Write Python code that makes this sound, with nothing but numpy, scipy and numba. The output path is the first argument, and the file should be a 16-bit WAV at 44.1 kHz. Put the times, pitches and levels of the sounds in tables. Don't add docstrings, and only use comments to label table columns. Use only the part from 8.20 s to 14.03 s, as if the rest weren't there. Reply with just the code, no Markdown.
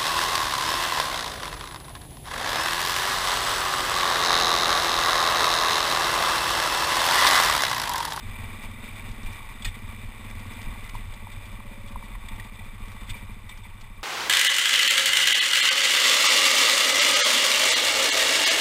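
import sys
import numpy as np
from scipy import signal
from scipy.fft import rfft, irfft
from scipy.io import wavfile
from scipy.ndimage import uniform_filter1d
from numba import njit

SR = 44100
rng = np.random.default_rng(int(sys.argv[2]) if len(sys.argv) > 2 else 0)


def file_out(sig):
    cols = np.atleast_2d(sig).T
    lim = np.clip(cols, -1, 1)
    pcm = np.round(lim * 32767).astype(np.int16)
    wavfile.write(sys.argv[1], SR, pcm)


def how_loud(loudness_db):
    steps = np.asarray(loudness_db, float) / 20
    return 10 ** steps


N = 257103
T = np.arange(N) / SR

# time_s, firings_per_s
REVS = [(0.0, 19.2), (0.48, 20.24), (0.87, 20.14), (1.17, 18.9), (1.49, 18.42), (1.81, 18.79), (2.3, 18.99),
        (2.69, 18.85), (2.97, 16.48), (3.36, 16.43), (4.04, 14.35), (4.32, 14.4), (4.58, 13.9),
        (5.03, 14.51), (5.58, 12.27), (5.83, 14.36)]
# pitch_hz, width_hz, level_db
CASE_HIGH = [(2005, 260, 1), (2341, 208, 5), (2910, 110, -10.5), (3568, 333, -2.5), (4230, 110, -55),
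             (4900, 360, -17)]


def engine():
    # pitch_hz at 20 firings per s, pitch_hz at 13, width_hz, delay_s, level_db
    silencer_rings = [(223, 201, 47, -.0085, 1), (420, 410, 57, -.008, -16.5), (300, 285, 50, -.004, -19),
                      (577, 536, 34, -.004, -27), (400, 440, 320, -.006, -15)]
    frame_ring = (99, 95, 27, .007, -2.5)
    first_phase = .29
    (rate,) = curves(REVS)
    peak_db = throttle()
    count = first_phase + np.cumsum(rate) / SR
    firings = np.flatnonzero(np.diff(np.floor(count)))
    chance = rng.standard_normal((200, 2))
    timing, force = chance[:len(firings)].T
    warmth = uniform_filter1d((rate - 13) / 7, SR // 2)
    out = 0
    for fast_hz, slow_hz, width_hz, delay_s, level_db in (*silencer_rings, frame_ring):
        pulses = np.zeros(N)
        when = firings + ((delay_s + 0.00075 * timing) * SR).astype(int)
        pulses[np.clip(when, 0, N - 1)] = how_loud(peak_db[firings] + level_db + 0.54 * force)
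        hz = slow_hz + (fast_hz - slow_hz) * warmth
        peak_gain = np.e * SR / (2 * np.pi * width_hz)
        out = out + ring(pulses, hz, width_hz) * peak_gain
    return out, count % 1


def throttle():
    # time_s, drop_db, length_s
    stumbles = [
        (0.764, -13, 0.031),
        (1.24, -12, 0.1),
        (1.508, -9, 0.035),
        (1.94, -3, 0.064),
        (2.688, -7, 0.044),
        (2.913, -10.5, 0.08),
        (3.123, -6, 0.049),
        (3.216, -17, 0.036),
        (3.964, -7.5, 0.056),
    ]
    loaded_db, shut_s, shut_takes_s, shut_drop_db = -41, 5.2, 0.16, -6
    stumble_db = sum(db * np.exp(-((T - s) / length) ** 2) for s, db, length in stumbles)
    shut = np.clip((T - shut_s) / shut_takes_s + .5, 0, 1)
    return loaded_db + stumble_db + shut_drop_db * shut


def bumps(phase):
    # time_s, peak_db
    ruts = [(0.1, -30), (0.27, -30.9), (0.48, -31.5), (0.9, -31), (1.07, -28), (1.28, -41), (1.48, -27.5),
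            (1.68, -33), (1.86, -32), (2.15, -32.0), (2.49, -26), (2.62, -35.5), (2.69, -41), (2.76, -31),
            (2.83, -32), (2.9, -33), (3.01, -41), (3.17, -37.5), (3.34, -36), (3.51, -36), (3.65, -36),
            (3.76, -29.5), (3.95, -29.7), (4.06, -35.5), (4.15, -29.5), (4.49, -35), (4.64, -33),
            (4.83, -38), (4.91, -30.5), (5.12, -35)]
    # time_s, peak_db
    jolts = [(0.08, -33), (0.21, -32), (0.36, -37), (0.57, -37.5), (0.74, -38), (0.9, -38.5), (1.13, -35.5),
             (1.49, -32.5), (1.57, -38.5), (1.66, -35.5), (1.76, -38.9), (1.86, -36.5), (2.08, -41.5),
             (2.18, -34.5), (2.28, -38), (2.4, -36), (2.5, -45), (2.77, -37.5), (2.89, -34.5), (3.03, -42),
             (3.18, -34.5), (3.44, -42), (3.82, -42), (4.2, -40.5), (4.35, -47), (4.42, -45), (4.71, -43),
             (4.92, -36.5), (5.05, -39), (5.13, -44)]
    bounce_db = swells(ruts, rise=0.027, fall=0.026, rest_db=-39)
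    hum_db = swells(jolts, rise=0.026, fall=0.023, rest_db=-46.5)
    throb_db = 3 * np.cos(2 * np.pi * (phase - .33))
    road = rng.standard_normal((3, N))
    bounce = unit(ring(road[0], 22.9, 18.7)) + how_loud(-16.5) * unit(ring(road[1], 63.0, 40.0))
    hum = ring(ring(road[2], 97.2, 34.0), 97.6, 16.8)
    bounce = how_loud(bounce_db - 2.0) * steady(bounce, 0.102)
    return bounce + how_loud(hum_db - 3.5 + throb_db) * steady(hum, 0.044)


def gravel(phase):
    # time_s, patter_db
    looseness = [(0.0, -48.5), (0.53, -47.5), (1.75, -49.5), (2.16, -50), (2.37, -47.5), (2.95, -51.5),
                 (3.16, -51.5), (3.54, -52), (3.77, -53.5), (4.06, -51), (4.45, -52.5), (4.92, -51),
                 (5.1, -54.5), (5.83, -56.5)]
    # pitch_hz, width_hz, level_db
    case_low = [(918, 123, -3.5), (1120, 143, -2.5)]
    (loose_db,), (revs,) = curves(looseness), curves(REVS)
    hollow_db = -6.5 - .5 * (revs - 19) + 0.52 * walk(12)
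    throb_db = 0.52 * np.cos(2 * np.pi * (phase - .15))
    shared_db = loose_db + 3.0 + throb_db + 1.54 * walk(30)
    stones = 0.59 * grains(2500, 4.3)
    bright = patter(CASE_HIGH, 900, 1.0, stones) * how_loud(-2.0 + 0.5 * walk(60))
    hollow = patter(case_low, 700, 1.6, stones) * how_loud(hollow_db - 1.0)
    return how_loud(shared_db) * (bright + hollow + mudguard_hum(revs) + tyre_roar())


def patter(modes, rate, spread_db, common):
    out = 0
    for hz, width_hz, level_db in modes:
        level = how_loud(level_db + 0.36 * walk(9))
        hits = common + grains(rate, spread_db)
        out = out + level * ring(hits, hz * (1 + 0.0059 * walk(20)), width_hz)
    return unit(out)


def mudguard_hum(revs):
    meet_revs, span_revs = 15.7, 1.15
    on_db, off_db = -3.5, -18
    match = np.exp(-((revs - meet_revs) / span_revs) ** 4)
    hum_db = off_db + (on_db - off_db) * match + 2.5 * walk(12)
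    hz = 570.0 + 10.0 * np.clip(revs - meet_revs, -2, 1)
    return steady(ring(rng.standard_normal(N), hz, 40.0), 0.095) * how_loud(hum_db - 7)


def tyre_roar():
    # pitch_hz, level_db
    roar_colour = [(60, 13), (140, 8), (220, 6.5), (330, 0.5), (700, 0), (1450, 0), (1720, -2.5),
                   (1950, 1.5), (2700, -1), (3900, -8.5), (4600, -11.5), (5350, -13), (5750, -25)]
    hz, db = np.transpose(roar_colour)
    bins = np.log(np.fft.rfftfreq(N, 1 / SR) + 1)
    colour = how_loud(np.interp(bins, np.log(hz), db, left=-60, right=-60))
    return unit(irfft(rfft(grains(6000, 1.36)) * colour, N)) * how_loud(-54 + 52)


def crunches():
    # time_s, peak_db, length_s, brightness_db
    crushed_stones = [(0.754, -33, 0.015, -1), (1.419, -40, 0.015, 11), (1.445, -29, 0.02, 10.5),
                      (1.47, -33, 0.026, 5), (1.54, -35, 0.023, -2), (2.742, -44.5, 0.027, 11),
                      (2.937, -47, 0.011, 12), (3.116, -45.5, 0.022, 11.5), (3.253, -44, 0.017, 9.5),
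                      (3.673, -48, 0.024, 13.5), (3.834, -44.5, 0.03, 6.5), (4.083, -33, 0.0095, 3.5),
                      (4.196, -34, 0.01, 3.5), (4.238, -43, 0.02, 6), (4.388, -34, 0.015, -4),
                      (4.87, -40, 0.021, 4), (4.892, -33.5, 0.021, 10.5), (4.952, -44, 0.035, 8.5),
                      (5.289, -38.5, 0.018, 7), (5.31, -38, 0.017, -1), (5.438, -39, 0.035, -2)]
    crack_s = .0015
    dull, sharp = np.zeros(N), np.zeros(N)
    for s, peak_db, length_s, bright_db in crushed_stones:
        attack = np.clip((T - s) / crack_s, 0, 1)
        burst = how_loud(peak_db) * attack / (1 + (np.abs(T - s) / length_s) ** 6)
        dull += burst
        sharp += burst * how_loud(bright_db)
    cracks = steady(grains(5000, 0.43), 0.003)
    low = body(dull * cracks, CASE_HIGH[:2])
    high = body(sharp * cracks, CASE_HIGH[2:])
    air = how_loud(-14.5) * ring(sharp * cracks, 2340.0, 5000.0)
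    return how_loud(4) * (low + high + air)


def knocks():
    # time_s, peak_db, pitch_hz
    mudguard_hits = [(0.175, -38, 970), (0.832, -42, 1120), (0.875, -36, 1110), (1.205, -31.5, 1120),
                     (1.678, -34, 1120), (2.059, -33, 1110), (2.524, -29, 1080), (2.558, -31, 915),
                     (2.742, -30, 1030), (2.751, -20, 970), (3.07, -25, 914), (3.403, -29, 1030),
                     (3.758, -18.5, 1000), (3.826, -28, 980), (3.952, -27, 1040), (4.092, -34, 1030),
                     (4.258, -31, 910), (4.944, -31.5, 980), (5.295, -32.5, 980), (5.308, -36, 1040),
                     (5.453, -34.5, 930)]
    # time_s, peak_db, pitch_hz, t60_s
    metal_pings = [(1.423, -27, 3420, 0.025), (1.448, -35, 3560, .09), (1.449, -27, 2470, 0.049),
                   (1.451, -28.5, 4900, 0.035), (1.452, -33, 4230, 0.052), (1.455, -32.5, 1845, 0.093),
                   (3.953, -37, 1950, 0.03), (4.086, -33, 3450, 0.026), (4.159, -43, 3400, 0.023),
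                   (4.197, -31, 1900, 0.04), (4.408, -38, 730, 0.018), (4.891, -35, 2390, .03),
                   (4.903, -33, 3610, 0.055), (4.904, -34, 2490, .04), (4.942, -34, 2350, 0.05),
                   (5.292, -38, 3620, 0.066), (5.322, -36, 2300, 0.037), (5.435, -41, 3540, 0.037)]
    hollow = tocks([(*row, .012) for row in mudguard_hits], rise=0.0015)
    return how_loud(8) * hollow + tocks(metal_pings, rise=0.00054)


def tocks(table, rise):
    out, t = np.zeros(N + SR), T[:SR // 8]
    for s, peak_db, hz, t60 in table:
        i = int(s * SR)
        contact = (1 - np.exp(-t / rise)) ** 2
        out[i:i + len(t)] += how_loud(peak_db - 60 * t / t60) * contact * np.sin(2 * np.pi * hz * t)
    return out[:N]


def rattles():
    # time_s, peak_db
    case_ticks = [(0.4284, -49), (0.437, -50), (0.512, -51), (0.8904, -45), (0.9147, -46), (1.0326, -47),
                  (1.0625, -44), (1.1129, -50), (1.1273, -47), (1.2231, -56), (1.508, -51), (2.1, -48),
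                  (2.154, -52), (2.2653, -52), (2.1944, -48.5), (2.3326, -50), (2.4155, -44), (2.4294, -49),
                  (2.6434, -50), (2.66, -49), (2.694, -45), (2.9387, -49), (4.1589, -53), (4.6563, -52),
                  (4.683, -45), (4.7182, -44), (4.894, -50), (5.2934, -46), (5.375, -47), (5.6108, -46)]
    fade_s, tick_s, spread_db = .009, .0012, 2.5
    ticks = np.zeros(N)
    chance = rng.standard_normal((len(case_ticks), 10, 2))
    for (s, peak_db), (gaps, sizes) in zip(case_ticks, chance.transpose(0, 2, 1)):
        after = np.cumsum(0.0034 * np.exp(0.38 * gaps) * (np.arange(len(gaps)) > 0))
        fade_db = -13 * after / fade_s + spread_db * sizes * (after > 0)
        ticks[np.minimum(((s + after) * SR).astype(int), N - 1)] += how_loud(peak_db + fade_db)
    ticks += how_loud(-64 + 2.6 * rng.standard_normal(N)) * (rng.random(N) < 50 / SR)
    scrape = signal.lfilter([1], [1, -np.exp(-1 / (tick_s * SR))], ticks)
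    grit = scrape * rng.standard_normal(N) / np.sqrt(tick_s * SR / 2)
    return how_loud(27) * ring(grit, 2700.0, 9700.0) + how_loud(32) * body(grit, CASE_HIGH[2:])


@njit
def svf(x, hz, width):
    y, b, l = np.empty(len(x)), 0., 0.
    for i in range(len(x)):
        g, k = np.tan(np.pi * hz[i] / SR), width / hz[i]
        v = (b + g * (x[i] - l)) / (1 + g * (g + k))
        b, l, y[i] = 2 * v - b, l + 2 * g * v, k * v
    return y


def ring(x, hz, width):
    hz = hz + np.zeros(N)
    return svf(svf(x, hz, 1. * width), hz, 1. * width)


def body(x, modes):
    return sum((-1) ** k * how_loud(db) * ring(x, hz, width) for k, (hz, width, db) in enumerate(modes))


def unit(x):
    return x / np.sqrt(np.mean(x ** 2))


def steady(x, seconds):
    return x / np.sqrt(uniform_filter1d(x ** 2, int(seconds * SR)) + 0.028 * np.mean(x ** 2))


def curves(table):
    s, *columns = np.transpose(table)
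    return [np.interp(T, s, c) for c in columns]


def swells(table, rise, fall, rest_db):
    power = how_loud(2 * rest_db)
    for s, peak_db in table:
        power = power + how_loud(2 * peak_db) * np.exp(-((T - s) / np.where(T < s, rise, fall)) ** 2)
    return 10 * np.log10(power)


def walk(rate):
    k = int(SR / rate)
    held = np.repeat(rng.standard_normal(N // k + 1), k)
    return 1.05 * uniform_filter1d(uniform_filter1d(held, k), k)[:N]


def grains(rate, spread_db):
    hit = rng.random(N) < rate / SR
    size_db = spread_db * np.minimum(rng.exponential(size=N), 4.5)
    return unit(hit * rng.standard_normal(N) * how_loud(size_db))


def scene():
    thuds, phase = engine()
    return (thuds + bumps(phase) + gravel(phase) + crunches() + knocks() + rattles())[None]


def low_pass(x):
    return signal.sosfilt(signal.butter(12, 14980, fs=SR, output="sos"), x)


def record(dry):
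    hold_hz, top_hz = 11508.58, 14790
    hz = np.fft.rfftfreq(N, 1 / SR) + 1e-9
    dulled = rfft(dry) / np.sqrt(1 + (hz / 5950) ** 24)
    sampled = dulled + rfft(how_loud(-73) * rng.standard_normal(N))
    narrow = irfft(sampled * (hz < hold_hz / 2), N)
    mirrored = narrow * (1 + 2 * np.cos(2 * np.pi * hold_hz * T))
    turn = np.pi * hz / hold_hz
    hold = np.sin(turn) / (4 * np.sin(turn / 4))
    mix = irfft(rfft(mirrored) * hold * (hz < top_hz), N)
    return low_pass(mix)


dry = scene()
out = record(dry)
file_out(out)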